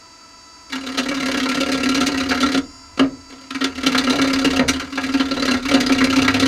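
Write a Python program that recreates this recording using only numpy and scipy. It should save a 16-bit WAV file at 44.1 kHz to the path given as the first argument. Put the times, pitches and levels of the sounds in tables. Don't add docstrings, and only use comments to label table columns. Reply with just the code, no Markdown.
import sys
import numpy as np
from scipy import signal
from scipy.fft import rfft, irfft
from scipy.io import wavfile

SR = 44100
rng = np.random.default_rng(int(sys.argv[2]) if len(sys.argv) > 2 else 0)


def int16_out(signal):
    q = np.round(np.clip(np.atleast_2d(signal).T, -1, 1) * 32767)
    wavfile.write(sys.argv[1], SR, q.astype(np.int16))


N = 285723


def amp(db):
    return 10 ** (np.asarray(db) / 20)


def unit(x):
    return x / np.sqrt(np.mean(x ** 2) + 1e-20)


def curve(rows):
    return np.interp(np.arange(N) / SR, *np.transpose(rows))


def at(rows, t_s):
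    times, *columns = np.transpose(rows)
    return np.array([np.interp(t_s, times, column) for column in columns])


def log_interp(points, hz):
    f, value = np.transpose(points)
    return np.interp(np.log(hz + 1), np.log(f), value)


def add(mix, t_s, sound):
    part = mix[max(round(t_s * SR), 0):][:len(sound)]
    part += sound[:len(part)]


def wander(hz, size):
    f = np.fft.rfftfreq(size, 1 / SR)
    return unit(irfft(rfft(rng.standard_normal(size)) * np.exp(-(f / hz) ** 2), size))


def lowpass_gain(hz, edge_hz, order=6):
    return 1 / np.sqrt(1 + (hz / edge_hz) ** (2 * order))


def body_gain(colour, modes, hz):
    peaks = sum(amp(db) ** 2 / (1 + (2 * (hz - f) / width) ** 2) for f, width, db in modes)
    return amp(log_interp(colour, hz)) * np.sqrt(1 + peaks)


def body_noise(colour, modes):
    hz = np.fft.rfftfreq(N, 1 / SR)
    return unit(irfft(rfft(rng.standard_normal(N)) * body_gain(colour, modes, hz), N))


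def causal(gain):
    log_gain = np.log(np.maximum(gain / gain.max(), 1e-5))
    mirrored = np.r_[log_gain, log_gain[-2:0:-1]]
    return np.exp(np.conj(signal.hilbert(mirrored)))[:len(gain)]


def struck(force, response):
    size = 2 * (len(response) - 1)
    return np.sqrt(.02 * SR / size) * unit(irfft(rfft(force, size) * response))


def resonate(x, hz, width_hz):
    phasor = np.exp(2j * np.pi * np.cumsum(hz) / SR)
    pole = np.exp(-np.pi * width_hz / SR)
    return 2 * (phasor * signal.lfilter([1 - pole], [1, -pole], x / phasor)).real


# f/Hz, T60/s
ROOM_DECAY = [(200, 0.42), (1000, 0.19), (3000, 0.068), (7500, 0.084), (14000, 0.017)]


def workshop(x, predelay_s=0.0048, reflections_per_s=4000):
    taps = rng.standard_normal(SR // 2) * (rng.random(SR // 2) < reflections_per_s / SR)
    hz, t, spectra = signal.stft(taps, SR, nperseg=256)
    decay = amp(-60 * t / log_interp(ROOM_DECAY, hz)[:, None])
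    tail = signal.istft(spectra * decay, SR, nperseg=256)[1]
    tail = np.r_[np.zeros(int(predelay_s * SR)), tail]
    return signal.fftconvolve(x, tail / np.linalg.norm(tail))[:N]


# t/s, level/dB
RUMBLE_LEVEL = [(0, -82), (.7, -59), (1.1, -47.5), (1.6, -44), (2.6, -40.5), (2.92, -54), (3.06, -40),
                (3.4, -64), (3.7, -45.5), (4.7, -34.5), (4.95, -44.5), (5.5, -39.5), (6.48, -38)]
DRONE_LEVEL = [(0, -65), (1, -87), (1.7, -53), (2.4, -62), (3.1, -74), (4, -62), (4.4, -41), (4.75, -74.5),
               (5.1, -61), (5.6, -56), (6, -40.5), (6.48, -31.5)]
# f/Hz, gain/dB
STAND_COLOUR = [(18, -28), (32, 5.5), (44, -20), (70, 6), (105, 0), (130, -19), (260, -54)]
# f/Hz, width/Hz, gain/dB
STAND_MODES = [(32.5, 4, 5.5), (81, 33, 4.7)]


def stand(drone_hz=99.7, drift=0.016):
    pitch_hz = drone_hz * (1 + drift * wander(6.7, N))
    drone = np.sqrt(2) * np.sin(2 * np.pi * np.cumsum(pitch_hz) / SR)
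    rumble = body_noise(STAND_COLOUR, STAND_MODES)
    return amp(curve(RUMBLE_LEVEL)) * rumble + amp(curve(DRONE_LEVEL)) * drone


# f/Hz, gain/dB
FAN_COLOUR = [(20, -4), (55, 10), (95, 8), (130, 3.5), (210, 6), (280, 14.5), (420, 3), (1200, 1),
              (2200, 2), (3500, -5), (5000, -2.5), (6200, -2), (7500, 0.5), (8600, -13), (10000, -14),
              (15000, -27)]
# f/Hz, width/Hz, gain/dB
HOUSING_MODES = [(971, 51, 12.4), (1316, 33, 17), (4660, 98, 16), (5350, 57, 4)]


def fan(level_db=-47.5):
    return amp(level_db) * body_noise(FAN_COLOUR, HOUSING_MODES)


# t/s, f/Hz
WHINE_PITCH = [(0.0, 662.6), (0.7, 662.6), (0.85, 682.4), (1.1, 658.6), (1.4, 644.2), (1.75, 656.1),
               (2.1, 650.5), (2.55, 655.4), (2.66, 681.3), (2.73, 684.4), (2.98, 669.8), (3.06, 651.3),
               (3.18, 665.6), (3.5, 669.1), (3.68, 637.1), (3.8, 678.1), (4.0, 622.0), (4.3, 649.5),
               (4.7, 648.1), (4.88, 684.1), (5.2, 680.8), (5.5, 649.0), (5.85, 626.5), (6.48, 628.6)]
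# multiple of pitch, base level/dB
WHINE_PARTIALS = [(1, -62), (1.5, -56), (2, -58.5), (3, -61), (4, -63.5), (5, -80), (6, -61.5),
                  (6.94, -65.5), (7, -56.5), (8, -60), (9, -68), (10, -59.5), (11, -75.5), (12, -77),
                  (13, -84), (14, -78), (15, -82), (16, -87)]
# t/s, gain/dB
WHINE_SWELL = [(0, 3), (.7, 6.5), (2.6, 7), (2.75, 8.5), (3.0, 2.5), (3.2, 5), (3.5, 4.5), (4.85, 1)]
WHINE_CYCLES_PER_TURN = 74.654


def motor(flutter=0.00023, waver_db=.8, throb_db=6, swell_above_multiple=6.5):
    cycles = np.cumsum(curve(WHINE_PITCH) * (1 + flutter * wander(33, N))) / SR
    turns = cycles / WHINE_CYCLES_PER_TURN
    whine = np.zeros(N)
    for multiple, base_db in WHINE_PARTIALS:
        level_db = base_db + waver_db * wander(25, N)
        if multiple == 2:
            level_db += throb_db * np.cos(2 * np.pi * (turns - 0.25))
        if multiple > swell_above_multiple:
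            level_db += curve(WHINE_SWELL)
        whine += amp(level_db) * np.sin(2 * np.pi * (multiple * cycles + rng.random()))
    return np.sqrt(2) * whine


def bite(rise_s, size, chatter_hz=1000, snaps_per_s=3500, snap_spread_db=3, drag_s=0.02):
    t = np.arange(size) / SR
    u = t / rise_s
    pressure = np.sqrt(u) * np.tanh(2 * u) * np.exp((1 - u * u) / 4)
    pressure += .13 * t / drag_s * np.exp(1 - t / drag_s)
    snap_sizes = amp(snap_spread_db * np.minimum(rng.exponential(1, size), 4))
    snaps = snap_sizes * rng.choice([-1, 1], size) * (rng.random(size) < snaps_per_s / SR)
    slip_hz = chatter_hz * rng.uniform(0.55, 1.4) * (1 + .4 * (pressure - 1))
    slip_hz *= 1 + .07 * wander(600, size)
    slips = np.diff(np.floor(np.cumsum(slip_hz) / SR), prepend=0)
    tearing = .57 * unit(snaps) + .37 * unit(slips - slips.mean()) + .5 * rng.standard_normal(size)
    grain_db = 1.5 * wander(153, size)
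    return pressure * amp(grain_db) * tearing


# t/s, rise/s, level/dB
DIGS = [(2.996, 0.013, -18.5), (4.125, 0.015, -21.5), (4.603, 0.012, -22), (5.745, 0.017, -23),
        (6.161, 0.00707, -18), (6.343, 0.0066, -25)]
# f/Hz, gain/dB
JUDDER_COLOUR = [(80, -48), (135, 6), (220, -13), (268, 14.5), (340, -8), (520, 2), (640, -0.5),
                 (850, -6.5), (1400, -22), (1950, -19), (3000, -48), (6000, -54)]


def judders(bounce_hz=560, size=8192):
    response = causal(amp(log_interp(JUDDER_COLOUR, np.fft.rfftfreq(size, 1 / SR))))
    out = np.zeros(N)
    for t_s, rise_s, level_db in DIGS:
        force = bite(rise_s, size, chatter_hz=bounce_hz)
        add(out, t_s, amp(level_db) * struck(force, response))
    return out


def chip(force, low_hz=1900, high_hz=4600, glide=0.095, squeak_gain=2.18):
    hz = low_hz * (high_hz / low_hz) ** rng.random() * np.exp(glide * wander(35, len(force)))
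    return force + squeak_gain * resonate(force, hz, width_hz=200)


def splinter(force, low_hz=8500, high_hz=15000, tick_gain=3.4, decay_s=0.0062):
    hz = np.full(len(force), rng.uniform(low_hz, high_hz))
    onset = force * np.exp(-np.arange(len(force)) / SR / decay_s)
    return force + tick_gain * resonate(onset, hz, width_hz=700)


def swing(size, note_hz=267, rise_s=.008, decay_s=0.0212, detune=0.0401):
    t = np.arange(size) / SR
    hz = note_hz * (1 + detune * rng.standard_normal())
    return (1 - np.exp(-t / rise_s)) * np.exp(-t / decay_s) * np.sin(2 * np.pi * hz * t)


def in_phase(mix, t_s, thud):
    ringing = mix[max(round(t_s * SR), 0):][:len(thud)]
    analytic = signal.hilbert(thud)
    offset_rad = np.angle(ringing @ analytic[:len(ringing)])
    return (analytic * np.exp(-1j * offset_rad)).real


# t/s, level/dB
FIRST_FEED = [(0.69, -7.5), (0.82, -4), (1.0, 1.4), (1.4, 7), (1.8, 0.3), (1.92, 0.5), (2.24, -0.8),
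              (2.42, 6), (2.59, 4)]
SECOND_FEED = [(3.28, -19.5), (3.44, -27), (3.52, -3), (3.629, -22), (3.74, -16.5), (3.86, 6), (4.102, 4),
               (4.57, 4.5), (4.66, -35)]
THIRD_FEED = [(4.719, 1), (4.872, -15.5), (4.968, -4.2), (5.3, -5), (5.52, 12.5), (5.59, -5.5), (5.7, 11.5),
              (6.1, 9.5), (6.48, 11.5)]
CORNER_ANGLES = [.168, .39, .668, .892]
# t/s, gain/dB for corners 1-4
CORNER_PROUD = [(0.7, -8.5, -5.8, 4.5, -3), (1.4, -2.5, -3, -3, -3), (2.0, 7, 6.5, 1.5, 2.5),
                (2.5, -4, 3.4, 0, -5.5), (3.6, 6.4, 8, -2.5, 3.7), (4.4, 1.5, 2.5, -0.6, -3.5),
                (5.1, -4, 6.5, 2, 4), (5.8, -4.5, -7, -5.5, -2.7), (6.45, -2.4, 2.7, -1, -3)]
# rise/s, wood thud/dB, rest ring/dB, fibre rasp/dB, rasp treble/dB
CORNER_BITES = [(0.0069, -26.5, -29.5, -22, -9.5), (.007, -26, -26, -24.5, -13),
                (.006, -28, -30.5, -24, -11), (.007, -25, -23.5, -25, -12)]
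# t/s, then as CORNER_BITES
CATCHES = [(.72, .009, -28, -23, -21.5, -12.5), (.971, 0.013, -19.5, -19.5, -14, -10.5),
           (1.887, 0.0062, -19.5, -20.5, -17, -10), (2.003, 0.0064, -18.5, -19, -16.5, -8.5),
           (2.059, 0.01, -20, -29.5, -15, -7), (2.306, 0.009, -21, -14, -16, -17),
           (2.423, 0.0075, -17, -12.5, -17, -11.5), (2.972, 0.0042, -32, -30.5, -31, -14),
           (2.992, 0.0034, -14, -15, -16.5, -15), (3.504, 0.0038, -32.5, -28, -25, -14.5),
           (3.606, 0.0075, -20.5, -20, -19.5, -18), (3.639, 0.005, -21.5, -19.5, -14.5, -11),
           (3.945, 0.0051, -19.5, -13, -19, -12), (4.066, 0.008, -17, -16, -21, -14),
           (4.183, 0.0069, -17.5, -16.5, -20.5, -14), (4.443, 0.0064, -13.5, -20, -13.5, -9.5),
           (4.592, .0038, -13.5, -16, -17, -18), (4.678, 0.011, -18.5, -17.5, -11.5, -5.5),
           (4.794, .0066, -43, -23, -24, -10), (4.974, 0.0043, -25, -18, -21.5, -16),
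           (5.136, .0066, -16, -23.5, -20, -16), (5.194, .0097, -17, -19.5, -16, -18.5),
           (5.308, 0.0059, -20, -21.5, -17, -18), (5.736, .0062, -12.5, -18.5, -12.5, -13.5),
           (5.89, 0.0065, -14.5, -17.5, -21.5, -14), (6.002, 0.0088, -13, -13.5, -18.5, -13),
           (6.277, .0049, -17.5, -12.5, -11.5, -16.5), (6.338, 0.0065, -18, -23.5, -14, -14.5)]


def strikes(grain_db=0.93, same_corner_s=.016, recoil_above_db=-17.5, recoil_slope=1.9):
    turns = np.cumsum(curve(WHINE_PITCH)) / SR / WHINE_CYCLES_PER_TURN
    rows, recoil_db = list(CATCHES), 0
    for turn in range(int(turns[-1]) + 1):
        for corner, (rise_s, *levels_db, treble_db) in enumerate(CORNER_BITES):
            t_s = np.searchsorted(turns, turn + CORNER_ANGLES[corner]) / SR
            scatter_db = grain_db * rng.standard_normal(3)
            for feed in (FIRST_FEED, SECOND_FEED, THIRD_FEED):
                if not feed[0][0] <= t_s < min(feed[-1][0], N / SR):
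                    continue
                row = next((catch for catch in CATCHES if abs(catch[0] - t_s) < same_corner_s), None)
                if row is None:
                    depth_db = at(feed, t_s)[0] + at(CORNER_PROUD, t_s)[corner] - recoil_db
                    row = (t_s, rise_s, *(np.array(levels_db) + depth_db + scatter_db), treble_db)
                    rows.append(row)
                *_, rasp_db, _ = row
                recoil_db = recoil_slope * max(rasp_db - recoil_above_db, 0)
    return sorted(rows)


# f/Hz, gain/dB
CUT_COLOUR = [(100, -41), (158, -0.5), (205, -7.5), (226, -9), (246, -0.5), (300, 0.5), (340, 2), (580, -1),
              (850, -8), (1400, -5), (2300, -2.5), (3100, 1), (4400, 0), (6500, 0.5), (8500, -10.5),
              (12000, -14), (13000, -23.5), (15500, -25)]
# f/Hz, width/Hz, gain/dB
CUT_MODES = [(149.8, 12.3, 10), (249.5, 15, 20.5), (265.67, 13.86, 23.5), (288.8, 14, 19.5),
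             (468.5, 13.6, 14), (541, 28.5, 11.5), (721.7, 7.6, 16.5), (1064, 270, 3.5), (1266, 14, 14.5),
             (1333, 59, 8.5), (1371, 46, 16), (1633, 36, 9.5), (1894, 56, 8), (2070, 134, 6),
             (2292, 61, 11.5), (2776, 220, 7), (3590, 56, 6.5), (4057, 163, 11), (4500, 130, 7.5),
             (4880, 95, 8.5), (5800, 63, 4.5), (6170, 92, 3), (8390, 120, 7)]


def cutting(thud_trim_db=-1.5, treble_lift_db=9, wood_hz=820, rest_hz=1800, treble_hz=5200, size=16384):
    hz = np.fft.rfftfreq(size, 1 / SR)
    body = body_gain(CUT_COLOUR, CUT_MODES, hz)
    below_wood, below_rest = lowpass_gain(hz, wood_hz), lowpass_gain(hz, rest_hz)
    wood = causal(body * below_wood)
    rest = causal(body * below_rest * np.sqrt(1 - below_wood ** 2))
    fibres = causal(body * np.sqrt(1 - below_rest ** 2))
    shelf = 1 - lowpass_gain(hz, treble_hz, order=4) ** 2
    thuds, scrapes = np.zeros(N), np.zeros(N)
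    for t_s, rise_s, thud_db, ring_db, rasp_db, treble_db in strikes():
        force = unit(bite(rise_s, size // 4))
        thud = struck(force, wood)[:size // 2]
        add(thuds, t_s, amp(thud_db + thud_trim_db) * in_phase(thuds, t_s, thud))
        add(thuds, t_s, amp(thud_db) * in_phase(thuds, t_s, swing(size // 2)))
        add(scrapes, t_s, amp(ring_db) * struck(force, rest))
        torn = struck(splinter(chip(force)), fibres)
        rasp = irfft(rfft(torn) * amp((treble_db + treble_lift_db) * shelf))[:size // 2]
        add(scrapes, t_s, amp(rasp_db) * rasp)
    return thuds, scrapes


def scene(scrape_db=-5.5, scrape_send_db=-8.5, thud_send_db=-13):
    thuds, scrapes = cutting()
    scrapes = amp(scrape_db) * scrapes + judders()
    room = workshop(amp(scrape_send_db) * scrapes + amp(thud_send_db) * thuds)
    return (thuds + scrapes + room + motor() + fan() + stand())[None]


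def record(dry):
    rounded = dry / (1 + dry ** 6) ** (1 / 6)
    lowpass = signal.firwin(511, cutoff=15800, window=("kaiser", 9), fs=SR)
    return signal.oaconvolve(rounded, lowpass[None], "same")


dry = scene()
out = record(dry)
int16_out(out)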